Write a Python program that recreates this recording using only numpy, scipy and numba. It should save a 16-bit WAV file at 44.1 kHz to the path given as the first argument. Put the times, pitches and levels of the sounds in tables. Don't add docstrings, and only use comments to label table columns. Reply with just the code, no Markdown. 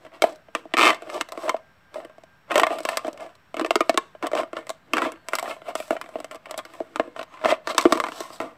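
import sys
import numpy as np
from scipy import signal
from scipy.fft import rfft, irfft
from scipy.io import wavfile
from numba import njit

SR = 44100
rng = np.random.default_rng(int(sys.argv[2]) if len(sys.argv) > 2 else 0)


def generate_wav(sig):
    pcm = np.round(np.clip(np.atleast_2d(sig).T, -1, 1) * 32767).astype(np.int16)
    wavfile.write(sys.argv[1], SR, pcm)


N = 377937
TIME = np.arange(N) / SR
RASP_S, RASP_LENGTH_S, RASP_STEPS = .769, .134, 17


def bottle():
    # frequency of a mode in Hz, relative level in dB, time to decay by 60 dB in seconds.
    rib_modes = [(1057.6, 11, 0.049), (1173.6, 9.5, 0.046), (1332, 16, 0.013), (1591, 1.5, .018),
                 (1796, 2.5, 0.04), (2085, 4, 0.028), (2276, -3.5, 0.048), (2622, 7.5, 0.0091),
                 (3034, -5, 0.03), (3330, -11, 0.022)]
    air_modes = [(210, -5, 0.014), (332, 16, 0.045), (470.2, 7.5, 0.064)]
    wall_modes = [(603, -8.5, 0.023), (646, 22, 0.038), (685, -6.5, 0.046), (800, -34.5, .02)]
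    crack_modes = [(3950, 0.5, 0.0032), (4600, -10.5, 0.0057), (5340, 5, 0.0016), (7740, 2.5, 0.001),
                   (9340, -4, 0.00062), (11000, -4, 0.0014), (13850, -18, 0.0027)]
    # time in seconds, tilt of ribs, air and crack in dB per octave.
    brightness = [(0, 6.5, -4, -3), (.85, 8.5, 6.5, -6.5), (1.301, 2.5, 5, -3.5), (2.6, 5, 13.5, 0),
                  (4.002, 3.5, 2.5, -7), (4.95, 4.5, -4, -0.5), (5.502, 6.5, -3, 6.5), (6.5, 5.5, 7, 2),
                  (7.5, 3, 4, -11.5), (8.57, -2.5, 10, 1)]
    tilt_s, *tilts = np.transpose(brightness)
    rib_tilt, air_tilt, crack_tilt = (np.interp(TIME, tilt_s, tilt) for tilt in tilts)
    rub_db = strokes()
    at, snap_db = buckles(rub_db)
    shape = held_shape(at, snap_db)
    # modes, tilt, rattle decay in seconds, rattle size against the blow, slips per second.
    parts = [(rib_modes, rib_tilt, 0.0062, 0.54, 2070),
             (air_modes, air_tilt, 0.0049, 0.14, 710),
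             (wall_modes, 0, 0.00063, 0.21, 670),
             (crack_modes, crack_tilt, 0.0038, 1, 3750)]
    return sum(resonator(at, shape, snap_db[k], rub_db[k], *part) for k, part in enumerate(parts))


def buckles(rub_db):
    # time in seconds, rib level in dB, then air, wall and crack in dB relative to the ribs.
    snaps = [(0.05, -45.5, -14, 2, -10), (0.138, -49, -2, 3, -14), (0.221, -15, -9.5, -4.5, 0.5),
             (0.24, -19.5, -4.5, 12.5, -6.5), (0.359, -55.5, -21, -1, 9.5), (0.4849, -50, -3, 12, -31),
             (0.5506, -19, -5.5, -7, -6.5), (0.655, -57, 16, 17.5, -24), (0.7382, -12.5, -11, -13.5, -22.5),
             (0.946, -41, -18, -3.5, 7.5), (1.0216, -37.5, -3, 2, -7), (1.0999, -32.5, -12, -11, -5),
             (1.1445, -44, -3, -2.5, 8), (1.2108, -17.5, -23, -9.5, -1), (1.2876, -36, -30, -6, 2),
             (1.321, -31.5, -31, -2, 1), (1.3752, -33, 1, 8, -9), (1.4941, -13, -19.5, -16.5, -9),
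             (1.544, -34.5, -30, 16.5, -30), (1.5656, -37.5, -23, -1, -7), (1.943, -36, -15, -3, -4.5),
             (2.0487, -40, 2, -1.5, -6), (2.182, -51.5, -5, 11.5, -6), (2.2364, -51.5, -16, 4, 1),
             (2.5086, -22, -23, -10, -28.5), (2.517, -21, -21, -4, -12), (2.5426, -30.5, -15, 6, -7),
             (2.5567, -13.5, -35, -1, -5), (2.5791, -13, -11.5, -5, -1.5), (2.5977, -12.5, -31.5, -3, -4),
             (2.616, -25, 2, 0, -6), (2.634, -12.5, -15.5, -4, -10), (2.6675, -19, -24, 5.5, -9.5),
             (2.7052, -28, -5, 5, -26), (2.7856, -38, -16, 3, 9.5), (2.8043, -38.5, 1, 11, 1.5),
             (2.833, -47, -17.5, -1, 9), (2.8519, -16.5, -45, -6, -4.5), (2.8885, -18, -40, -3, -2.5),
             (2.9716, -19, -45, -4, 5), (3.0471, -33.5, 3, 5.5, -13), (3.069, -38.5, -6, 0, 0),
             (3.0804, -40, 8, 19, -4), (3.1302, -50.5, 4, 5, 9), (3.1756, -41.5, -17, -20, -2.5),
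             (3.206, -48, -15, 14, 1), (3.2636, -44.5, -4, -2, -3), (3.3527, -55, -26, -8.5, 8.5),
             (3.543, -29, -10, 3, -10.5), (3.5682, -27, -6, 4.5, -13), (3.5957, -19, -13, 0, -14),
             (3.6116, -22, 0, -16, -10), (3.647, -22, -1, -1, -9), (3.6618, -28, -10, 1, -3),
             (3.7071, -15.5, -11, 2.5, -6.5), (3.7562, -14, -2, -5, -0.5), (3.8065, -13, -6, -3, -8),
             (3.8947, -12.5, -13.5, -1, -5), (3.943, -32, 6.5, 6, -3), (3.9751, -12.5, -9, -6.5, -1.5),
             (4.1503, -46, -9, 10.5, -47.5), (4.2263, -23.5, -11, -11, -16.5), (4.2685, -28, -9, -13.5, 5),
             (4.3162, -33.5, -9, 6, -7.5), (4.3333, -27, -6, 7, -18), (4.3514, -22, -5, 4.5, -6.5),
             (4.3749, -23.5, -11, -10, -24), (4.396, -32, -13, -3, -20), (4.41, -36, 3, 4, -8),
             (4.4332, -33.5, -3, 5, -9), (4.5311, -32.5, 0, 6, -16), (4.5677, -26, -27, -1.5, -19.5),
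             (4.6688, -38, -24, -5.5, -2), (4.6938, -31.5, -30, 1, 4), (4.7023, -32.5, -23, 5.5, 1.5),
             (4.9345, -13, -9, -10, -8.5), (4.9691, -16.5, -4.5, -31.5, -13.5),
             (4.9816, -14.5, -15, -19, -14), (5.0192, -17.5, -17, -7, -15), (5.0512, -26, -19, -4, -18),
             (5.12, -37, -3, -15, -1), (5.2858, -29.5, -41, -4.5, 1.5), (5.3339, -17, -22, -4.5, -16),
             (5.3533, -24, -37, -30, 6), (5.3861, -21, -27, -3, -5), (5.3955, -35, -23, 3, 7.5),
             (5.4273, -33, -22, 7, -1), (5.4422, -43, -10, 12, -3), (5.4784, -33, -23, 9, -22),
             (5.6184, -43.5, -6, 9, -18), (5.6736, -53, -30, 7, -19), (5.7531, -25.5, -41, 5, -1.5),
             (5.8018, -28, -35, 2, -6), (5.907, -22.5, -4, 10, -9.5), (6.0135, -27.5, -38, -9.5, -8),
             (6.156, -35, 4.5, 14, -38.5), (6.2023, -41, 1, 10, 0), (6.2444, -35, -17, 7, -1),
             (6.3119, -32.5, -32, -5, -6), (6.3463, -38, -6.5, 0, -4), (6.3573, -44, -12, 4, 2),
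             (6.4576, -33.5, -34, -17, -14), (6.51, -33.5, -18, 1.5, 4.5), (6.542, -35.5, -23, 5, -12),
             (6.5772, -36.5, -32, 8.5, 13), (6.6518, -37.5, -11, -8, -2), (6.737, -40, -23, -27, -8.5),
             (6.804, -49.5, 23, 27.5, -18), (6.9592, -23.5, -25, -10, -8.5), (6.9974, -20.5, -1, 8, -30),
             (7.076, -51.5, 15, 11, -27), (7.1627, -34, -15, 1.5, -20), (7.1929, -30.5, -16, 2, -9),
             (7.2133, -32, -28, 4, -12), (7.2293, -36.5, -25, -16, 2.5), (7.3403, -39, -31, -8, -18),
             (7.4393, -28.5, -17, 6, -28), (7.4475, -20, -8, -12, -16), (7.4564, -18, -7.5, 8.5, -8.5),
             (7.5234, -28, -30, 14, -19), (7.673, -23.5, -11.5, 0.5, -4.5), (7.704, -46, -24, 5, -21),
             (7.7476, -33, -1, 5, -3), (7.7808, -8.5, -16, -22, 1.5), (7.8115, -33, -23, -14, 13),
             (7.8535, -14.5, 8.5, 4, -22), (7.9234, -13, -1.5, 3, -0.5), (7.9545, -45, -8, 8, 5),
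             (7.9743, -26, -19, -18, -6), (8.001, -18.5, -43, -12, -5.5), (8.039, -20, -18, -5, -12),
             (8.067, -27, -25, -7, -19), (8.0856, -28.5, -7, -2, -6), (8.1203, -31, -17, -26, -23),
             (8.205, -35, 5.5, 10, 8), (8.303, -39.5, -2, 3, -8), (8.359, -56, -10, -7.5, 14),
             (8.402, -25.5, -2, -1, -12), (8.414, -32.5, -2, -14, -8)]
    snap_s, *snap_db = np.transpose(snaps)
    rasp_at, rasp_db = rasp()
    crackle_at, crackle_db = crackle(rub_db)
    at = np.concatenate([snap_s * SR, rasp_at, crackle_at]).astype(int)
    return at, np.hstack([part_levels(*snap_db), rasp_db, crackle_db])


def rasp(jitter_steps=0.13, end_loss_db=6, spread_db=1.5):
    step, *size = rng.standard_normal((RASP_STEPS, 5)).T
    travel = (np.arange(RASP_STEPS) + jitter_steps * step) / (RASP_STEPS - 1)
    peak_db = np.array([-9, -26, -32.5, -19.5])[:, None]
    arch_db = peak_db - end_loss_db * (2 * travel - 1) ** 2
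    return (RASP_S + RASP_LENGTH_S * travel) * SR, arch_db - spread_db * np.array(size)


def crackle(rub_db, per_second=40, release_s=8.1, spread_db=5, rub_limit_db=-40):
    at = rng.integers(0, int(release_s * SR), int(per_second * release_s))
    shared, *own = rng.standard_normal((len(at), 5)).T
    scatter_db = spread_db * (shared + np.array(own)) / np.sqrt(2)
    excess_db = np.maximum(rub_db[0, at] - rub_limit_db, 0)
    lift_db = np.array([6.04, 1.1, 2.38, 9.2])[:, None]
    return at, rub_db[:, at] - excess_db + lift_db + scatter_db


def held_shape(at, snap_db, firm_db=-52):
    firm = np.flatnonzero(snap_db.max(axis=0) > firm_db)
    outside_rasp = np.abs(at[firm] / SR - RASP_S - RASP_LENGTH_S / 2) > RASP_LENGTH_S / 2
    firm = firm[outside_rasp]
    firm = firm[np.argsort(at[firm])]
    return np.append(0, firm + 1)[np.searchsorted(at[firm], np.arange(N), side="right")]


def strokes(swell_db=28, roundness=1.12):
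    # peak time, rise and fall in seconds, rib level in dB,
    # then air, wall and crack in dB relative to the ribs.
    gestures = [(.065, 0.18, 0.048, -56, 2, 4, -15), (.15, 0.051, 0.088, -49, -5, 6.5, -21),
                (.232, 0.02, 0.12, -36.5, 1, 8, -9), (.564, 0.032, 0.11, -48, 5, -7, -10),
                (0.892, 0.13, 0.087, -22, -16, -3, -23), (1.161, 0.18, 0.11, -40.5, 0, 6.5, -11),
                (1.455, 0.18, 0.13, -40.5, -6, 9.5, -11), (1.962, 0.059, 0.15, -45, -4, 8, -16.5),
                (2.518, 0.032, .06, -28, -4, 0.5, -34), (2.573, 0.05, 0.13, -26.5, -26, 7.5, -21),
                (2.729, 0.1, 0.11, -33, -11, 7, -19), (2.903, 0.13, 0.21, -37, -31, 0.5, -13.5),
                (3.063, 0.073, 0.1, -45.5, -2, 10.5, -15), (3.226, 0.09, .13, -46.5, -5, 9.5, -15),
                (3.58, 0.046, 0.21, -42.5, 9, -3, -24), (3.8, 0.35, 0.44, -53, -11, -14, -8.5),
                (4.243, 0.034, 0.059, -37, 2, 7.5, -27), (4.387, 0.075, 0.068, -29, -3, 6.5, -18),
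                (4.578, 0.055, 0.083, -40.5, 3, 0.5, -21), (4.705, 0.065, 0.074, -56, -8, 1, -4),
                (4.951, 0.028, 0.21, -33, 5, -3, -25), (5.048, 0.13, 0.077, -29.5, 3.5, 2, -23),
                (5.348, 0.11, 0.19, -46.5, -15, 4.5, -11), (5.501, 0.14, 0.093, -36, -22, 6.5, -17),
                (5.699, 0.076, 0.046, -37, -22, 7, -19.5), (5.78, 0.049, 0.25, -46.5, -18, 0.5, -5),
                (5.921, 0.024, 0.068, -39, -6, 13, -18), (6.166, 0.6, 0.29, -53.5, -3, 3.5, -16.5),
                (6.32, 0.014, 0.046, -43.5, -12, -2, -18), (6.355, .04, 0.026, -48, -8, 4, -14.5),
                (6.526, 0.16, 0.073, -47.5, -11, 2.5, -27), (6.586, 0.026, 0.042, -39, -35, 3.5, -13),
                (6.761, 0.23, 0.21, -51.5, -7, -1, -13.5), (7.009, 0.28, 0.26, -55, 5, -6, -15),
                (7.179, 0.043, .1, -44.5, -9, 3, -19), (7.35, 0.12, 0.11, -47.5, -16, -9, -22),
                (7.509, 0.095, 0.054, -22, -14, 2.5, -20), (7.706, 0.047, 0.036, -26.5, -18, -0.5, -15.5),
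                (7.794, 0.057, 0.16, -37, -10, 1, -9), (7.93, 0.14, 0.25, -40, 5.5, 5, -11.5),
                (8.211, 0.32, 0.19, -43, -10, 0, -7), (8.332, 0.04, 0.13, -49.5, -13, 8, -3.5),
                (8.421, 0.026, 0.15, -40, 5.5, 8, -21)]
    power = 1e-12
    for peak_s, rise_s, fall_s, *db in gestures:
        from_peak = np.maximum((peak_s - TIME) / rise_s, (TIME - peak_s) / fall_s)
        swell = undb(-2 * swell_db * from_peak ** roundness)
        power = power + undb(2 * part_levels(*db))[:, None] * swell
    return 10 * np.log10(power)


def slips(per_second, unevenness=1.6):
    when, size, sign = rng.random((3, N))
    strength = undb(-unevenness * np.log(size + .02))
    return level((when < per_second / SR) * strength * np.sign(sign - .5), 0)


def resonator(at, shape, snap_db, rub_db, modes, tilt_db, rattle_s, rattle_size, slip_rate):
    detune, scatter_db = 0.033, 2.5
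    rattle_samples = rattle_s * SR
    blows = np.zeros(N)
    blows[at] = undb(snap_db)
    envelope = signal.lfilter([1], [1, -np.exp(-1 / rattle_samples)], blows)
    rattle = envelope * rng.standard_normal(N) * rattle_size * np.sqrt(2 / rattle_samples)
    friction = slips(slip_rate) * undb(rub_db)
    pivot_hz = modes[len(modes) // 3][0]
    snap_power = rub_power = snapping = rubbing = 0
    for hz, db, t60 in modes:
        tuning, coupling, polarity = rng.standard_normal((len(at) + 1, 3)).T
        decay = np.log(1000) / (t60 * SR)
        pole = np.exp(2j * np.pi * hz * (1 + detune * tuning) / SR - decay)
        gain = undb(db + scatter_db * coupling[shape] + tilt_db * np.log2(hz / pivot_hz))
        snapping = snapping + ring(gain * (np.sign(polarity[shape]) * blows + rattle), pole, shape)
        rubbing = rubbing + ring(gain * friction, pole, shape)
        snap_power += undb(2 * db) * (1 + rattle_size ** 2 / (1 + decay * rattle_samples)) / 4
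        rub_power += undb(2 * db) / (4 * decay)
    return snapping / np.sqrt(snap_power) + rubbing / np.sqrt(rub_power)


@njit
def ring(force, pole, shape):
    motion, state = np.empty(len(force)), 0j
    for i in range(len(force)):
        state = state * pole[shape[i]] + force[i]
        motion[i] = state.imag
    return motion


def radiation(shell, cutoff_hz=247.4):
    # time in seconds, gain of the path through the desk in dB.
    desk_path = [(0, -25.5), (2.8, -21), (3.5, -21), (7, -18.5), (7.7, -14.5), (8.57, -9)]
    airborne = signal.sosfilt(signal.butter(8, cutoff_hz, "high", fs=SR, output="sos"), shell)
    return airborne + undb(np.interp(TIME, *np.transpose(desk_path))) * shell


def room(direct, gain_db=-26, t60_s=0.31, cutoff_hz=3900, onset_s=0.0039):
    t = TIME[:SR // 2]
    tail = rng.standard_normal(len(t)) * 10 ** (-3 * t / t60_s) * np.clip(t / onset_s, 0, 1)
    tail = signal.lfilter(*signal.butter(1, cutoff_hz, fs=SR), tail)
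    return signal.fftconvolve(direct, tail * undb(gain_db) / np.sqrt(np.sum(tail ** 2)))[:N]


def hiss(rms_db=-59):
    # frequency in Hz, relative spectral density in dB.
    spectrum = [(25, -14.5), (60, -12.5), (170, -8.5), (300, -19), (600, -18.5), (1500, -16), (3000, -26),
                (5000, -35.5), (9000, -47.5), (16000, -40.5)]
    hz, db = np.transpose(spectrum)
    bin_hz = np.fft.rfftfreq(N, 1 / SR) + 1
    weight = undb(np.interp(np.log(bin_hz), np.log(hz), db))
    return level(irfft(rfft(rng.standard_normal(N)) * weight, N), rms_db)


def faint_tones(throb_hz=1590, pulse_hz=4.5, whine_hz=5545, whine_db=-79):
    # time in seconds, peak level of the throb in dB.
    throb_levels = [(0, -68), (.7, -61), (2.4, -60), (3.3, -74), (4.15, -62), (4.8, -72), (5.2, -62),
                    (5.6, -70), (6.1, -64), (6.9, -76)]
    pulse = np.clip(.9 + np.cos(2 * np.pi * pulse_hz * (TIME - .11)), 0, 1)
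    throb = pulse * undb(np.interp(TIME, *np.transpose(throb_levels))) * sine(throb_hz)
    fade = np.clip((5.5 - TIME) / 1.5, .2, 1)
    return throb + fade * undb(whine_db) * sine(whine_hz)


def whistles(edge_s=.015):
    # start in seconds, length in seconds, frequency in Hz, peak level in dB.
    pips = [(4.8, .1, 4000, -76), (5.14, .11, 4404, -72), (5.56, .07, 3973, -69), (7.27, .09, 6492, -74)]
    sound = 0
    for start, length, hz, db in pips:
        gate = np.clip(np.minimum(TIME - start, start + length - TIME) / edge_s, 0, 1)
        sound = sound + undb(db) * gate * sine(hz)
    return sound


def part_levels(ribs_db, *relative_db):
    return np.array([ribs_db] + [ribs_db + db for db in relative_db])


def sine(hz):
    return np.sin(2 * np.pi * hz * TIME)


def undb(db):
    return 10 ** (np.asarray(db) / 20)


def level(x, db):
    return x * undb(db) / np.sqrt(np.mean(x ** 2))


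def scene():
    direct = radiation(bottle())
    return (direct + room(direct) + hiss() + faint_tones() + whistles())[None]


def record(dry, port_hz=7950, port_width_hz=600, port_db=5):
    port = signal.lfilter(*signal.iirpeak(port_hz, port_hz / port_width_hz, fs=SR), dry)
    heard = np.tanh(dry + undb(port_db) * port)
    heard = signal.sosfilt(signal.butter(2, 53, "high", fs=SR, output="sos"), heard)
    heard = signal.sosfilt(signal.butter(16, 15300, fs=SR, output="sos"), heard)
    heard = heard - .0006
    return signal.sosfilt(signal.ellip(12, .5, 90, 16600, fs=SR, output="sos"), heard)


dry = scene()
out = record(dry)
generate_wav(out)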